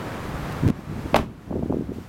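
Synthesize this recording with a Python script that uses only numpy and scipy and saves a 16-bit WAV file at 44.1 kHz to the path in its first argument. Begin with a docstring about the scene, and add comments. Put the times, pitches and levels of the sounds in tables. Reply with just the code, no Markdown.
"""Car door in the wind

Outdoors by a car, one microphone. The rear door is pushed shut: the latch catches twice, the panel
rings, the body thumps and the trim rattles briefly. Wind buffets the microphone in a short gust
before the slam and a longer one after it, while air rushes in the background."""
import sys
import numpy as np
from scipy.fft import rfft, irfft, next_fast_len
from scipy.io import wavfile
from scipy.ndimage import map_coordinates

SR = 44100
rng = np.random.default_rng(int(sys.argv[2]) if len(sys.argv) > 2 else 0)


def to_wav(sig):
    """Store sig (one row per channel, or 1-D mono) as 16-bit WAV at the path in sys.argv[1].

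    Samples outside -1..1 are clipped; the rate is SR.
    """
    pcm = np.clip(np.atleast_2d(sig), -1, 1) * 32767
    pcm = np.round(pcm).astype(np.int16)
    wavfile.write(sys.argv[1], SR, pcm.T)  # frames by channels


N = 91860

# spectrum of the treble hiss and the scuff: f/Hz, level/dB
HISS_SPECTRUM = [(500, -23.5), (2500, 5), (4500, 0.5), (7000, -2), (10000, -5.5), (13500, -5),
                 (16000, -8.5)]


def door_slam():
    """At the car: each contact rings the panel and the latch, cracks, and thuds through the body."""
    # contacts of the door: t/s, panel ring/dB, latch ring/dB, crack/dB, body thud/dB
    contacts = [(1.1442, -5.5, -8, -19, -20.5), (1.1497, -30, -25, -33, -33),
                (1.1572, -41, -20, -16, -23.5), (1.1610, -14.5, -22, -10.5, -16.5),
                (1.1638, -21, -21, -10.5, -27), (1.1891, -21.5, -28, -29, -17),
                (1.2278, -29.5, -39, -48, -25.5)]
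    # modes of the door panel: f/Hz, level/dB, t60/s
    panel_modes = [(611, -1.5, 0.045), (666, -4.5, 0.059), (744, -7, 0.024), (786, -5, 0.043),
                   (864, -12, 0.037), (930, -15, 0.029), (1082, -6, 0.036), (1140, -23, .03)]
    # modes of the steel latch: f/Hz, level/dB, t60/s
    latch_modes = [(1710, -7, 0.014), (2126, -8.5, 0.018), (2350, -2, 0.0077), (2560, -0.5, 0.0076),
                   (3080, -9.5, .008)]
    # modes of the car body and cabin air: f/Hz, level/dB, t60/s
    body_modes = [(33, -17, .25), (64, -8, 0.13), (121.5, -6.5, 0.087), (145.5, -4, 0.13),
                  (224, 4.5, 0.078), (279, -3, 0.086), (369, -2, 0.074)]
    # spectrum of the crack: f/Hz, level/dB
    crack_spectrum = [(150, -22), (600, 10.5), (1200, 6.5), (2700, -6.5), (4200, -12), (7000, -19.5),
                      (12000, -22), (16000, -27)]
    out = np.zeros(N)
    for start, panel_db, latch_db, crack_db, thud_db in contacts:
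        t = since(start)
        out += amp(panel_db) * ring(panel_modes, t, attack_s=0.00053)
        out += amp(latch_db) * ring(latch_modes, t, attack_s=0.00025)
        out += amp(crack_db) * fade(t, attack_s=0.00009, t60_s=0.024) * noise(crack_spectrum)
        out += amp(thud_db) * ring(body_modes, t, attack_s=0.0031)
    return out


def trim_rattle():
    """The trim rattles on after the slam, a grainy noise that dies quickly."""
    # spectrum of the rattle: f/Hz, level/dB
    rattle_spectrum = [(100, -7), (400, 2), (650, -0.5), (1100, 0.5), (1500, -7), (2700, -7), (4500, -16.5),
                       (8000, -23.5), (16000, -30)]
    grain_db = 1.3
    rattle = unit(noise(rattle_spectrum) * amp(grain_db * wobble(knots_per_s=500)))
    return amp(-26.5) * fade(since(1.161), attack_s=0.0016, t60_s=0.25) * rattle


def door_scuff():
    """One faint, bright scuff as the door swings in."""
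    return amp(-38) * fade(since(0.521), attack_s=0.001, t60_s=0.04) * noise(HISS_SPECTRUM)


def wind_eddies():
    """Right at the microphone: each eddy is a brief suck and push of pressure with a steep core."""
    # single eddies: t/s, level/dB, f/Hz
    eddies = [(.353, -24.5, 58), (.435, -29.5, 55), (0.6362, -12.5, 249), (0.65, -14, 240),
              (.658, -16, 172), (0.6683, -12, 148), (0.677, -13.5, 136), (0.6877, -11, 298),
              (0.7033, -11, 209), (0.793, -27, 268), (0.898, -26.5, 247), (0.916, -23, 265),
              (0.9254, -23.5, 250), (0.981, -26, 234), (.993, -21.5, 207), (1.061, -22.5, 293),
              (1.135, -15.5, 240), (1.509, -24, 600), (1.513, -17.5, 243), (1.525, -23, 520),
              (1.5285, -22.5, 655), (1.542, -22, 325), (1.556, -20, 427), (1.5607, -16, 342),
              (1.5662, -19, 406), (1.574, -24, 497), (1.584, -21, 268), (1.594, -16.5, 302),
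              (1.602, -23, 242), (1.627, -20.5, 540), (1.6315, -19.5, 540), (1.635, -13.5, 172),
              (1.661, -16, 280), (1.6994, -15, 390), (1.7065, -10.5, 283), (1.7099, -21, 325),
              (1.7252, -15, 690), (1.737, -22.5, 443), (1.745, -13.5, 374), (1.7707, -13, 312),
              (1.7854, -19, 264), (1.797, -16, 191), (1.8104, -16.5, 322), (1.824, -20.5, 276),
              (1.895, -19, 240), (1.92, -20.5, 370), (1.986, -22.5, 290)]
    half_width_cycles, fringe_share, core_gain = 0.43, 0.41, 0.067
    out, t = np.zeros(N), np.arange(N) / SR
    for centre, db, hz in eddies:
        cycles = (t - centre) * hz
        falloff = (cycles / half_width_cycles) ** 2
        envelope = (1 - fringe_share) * np.exp(-falloff) + fringe_share * np.exp(-falloff / 4)
        phase = 2 * np.pi * cycles + 0.25 * rng.standard_normal()
        core = core_gain * np.exp(-2 * falloff) * np.sin(2 * phase)  # shorter, an octave up
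        out += amp(db) * (envelope * np.sin(phase) + core)
    return out


def microphone_crackles():
    """Sharp ticks as the first gust overloads the microphone."""
    # crackles: t/s, level/dB
    crackles = [(0.6789, -14.5), (.687, -16), (.702, -17.5)]
    return sum(amp(db) * fade(since(start), attack_s=0.00001, t60_s=0.0012) for start, db in crackles)


def wind_buffeting():
    """Gusts on the microphone: lumpy low noise over a deep rumble."""
    # course of the gusts: t/s, level/dB
    gust_levels = [(0, -33), (.6, -36.5), (.66, -24.5), (.702, -23.5), (.72, -38), (.79, -36), (.83, -46.5),
                   (.9, -36), (.99, -34), (1.02, -39), (1.06, -31), (1.1, -39.5), (1.2, -29.5),
                   (1.33, -40.5), (1.4, -50.5), (1.47, -41.5), (1.51, -27), (1.57, -29.5), (1.68, -35.5),
                   (1.72, -26.5), (1.82, -35), (1.86, -36.5), (1.91, -33.5), (1.95, -37), (1.99, -33.5),
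                   (2.04, -41), (2.08, -58)]
    # spectrum of the gusts: f/Hz, level/dB
    gust_spectrum = [(30, -16), (70, 1), (115, 0), (230, 0.5), (330, -3.5), (450, -14.5), (700, -21),
                     (1200, -32.5), (3000, -69)]
    # course of the rumble: t/s, level/dB
    rumble_levels = [(0, -49), (.28, -36), (.35, -32), (.48, -36.5), (.6, -32.5), (.66, -25.5), (.72, -42),
                     (.81, -48), (.88, -35.5), (1.1, -37.5), (1.28, -46.5), (1.38, -46), (1.46, -46),
                     (1.52, -39), (1.8, -41), (1.94, -57), (2.08, -41)]
    # spectrum of the rumble: f/Hz, level/dB
    rumble_spectrum = [(12, -45), (30, -10.5), (58, -7.5), (90, -7), (160, -3.5), (500, -70)]
    lumps_db = 1.0
    buffeting = unit(amp(lumps_db * wobble(knots_per_s=60)) * noise(gust_spectrum))
    return level(gust_levels) * buffeting + level(rumble_levels) * noise(rumble_spectrum)


def background_air():
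    """Air rushes and hisses; the recorder's automatic gain turns it down abruptly after loud sounds."""
    # course of the rush, gain dips written in: t/s, level/dB
    rush_levels = [(0, -36.5), (.11, -34), (.3, -36.5), (.5, -34.5), (.6, -36), (.702, -36), (.71, -44),
                   (.83, -45.5), (1.0, -40.5), (1.14, -40.5), (1.2, -39.5), (1.28, -54), (1.45, -50.5),
                   (1.85, -50.5), (2.08, -49.5)]
    # spectrum of the rush: f/Hz, level/dB
    rush_spectrum = [(60, -4), (85, -19), (114, -0.5), (142, -18.5), (300, -4.5), (450, 0.5), (600, -2),
                     (1200, -3), (2000, -10), (3200, -19), (6000, -28.5), (16000, -41)]
    # course of the hiss, gain dips written in: t/s, level/dB
    hiss_levels = [(0, -52), (.5, -50.5), (.58, -52), (.702, -50), (.71, -70), (.78, -58), (.86, -59),
                   (1.0, -54), (1.14, -52), (1.2, -67), (1.28, -67), (1.45, -62), (1.78, -60), (1.92, -62),
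                   (1.94, -56), (2.08, -58)]
    flutter_db = 0.28
    flutter = amp(flutter_db * wobble(knots_per_s=24.7))
    rush = level(rush_levels) * noise(rush_spectrum)
    hiss = level(hiss_levels) * noise(HISS_SPECTRUM)
    return flutter * (rush + hiss)


def ring(modes, t, attack_s):
    """Struck modes, their levels a little different at each blow."""
    scatter_db, longest_s = 0.5, 0.35
    out, live = np.zeros(N), (t > 0) & (t < longest_s)
    for hz, db, t60_s in modes:
        gain = amp(db + scatter_db * rng.standard_normal())
        out[live] += gain * fade(t[live], attack_s, t60_s) * np.sin(2 * np.pi * hz * t[live])
    return out


def fade(t, attack_s, t60_s):
    """Quick rise and exponential decay."""
    return (1 - np.exp(-t / attack_s)) * amp(-60 * t / t60_s)


def noise(spectrum):
    """Noise of rms 1, shaped by points of f/Hz, level/dB."""
    f, db = np.transpose(spectrum)
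    white = rng.standard_normal(N)
    return unit(filtered(white, lambda hz: amp(np.interp(np.log(hz + 1), np.log(f), db))))


def filtered(x, response):
    """Filter x by a gain given as a function of frequency."""
    size = next_fast_len(N + SR // 2)
    return irfft(rfft(x, size) * response(np.fft.rfftfreq(size, 1 / SR)), size)[:N]


def wobble(knots_per_s):
    """A smooth random curve."""
    return map_coordinates(rng.standard_normal(1024), [np.arange(N) * knots_per_s / SR], mode="mirror")


def level(points):
    """Gain per sample from points of t/s, level/dB."""
    return amp(np.interp(np.arange(N) / SR, *np.transpose(points)))


def since(start):
    """Seconds since a moment, zero before it."""
    return np.maximum(np.arange(N) / SR - start, 0)


def amp(db):
    """Decibels to gain."""
    return 10 ** (np.asarray(db) / 20)


def unit(x):
    """Scale to rms 1."""
    return x / np.sqrt(np.mean(x ** 2) + 1e-20)


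def scene():
    """Door, wind and air at one microphone in the open."""
    door = door_scuff() + door_slam() + trim_rattle()
    wind = wind_buffeting() + wind_eddies() + microphone_crackles()
    return (door + wind + background_air())[None]


def record(dry):
    """The recorder rounds off the highest peaks and keeps nothing above its band limit."""
    ceiling, band_limit_hz = 0.75, 16000
    rounded = dry[0] / (1 + (dry[0] / ceiling) ** 6) ** (1 / 6)
    return filtered(rounded, lambda hz: hz < band_limit_hz)[None]


dry = scene()
out = record(dry)
to_wav(out)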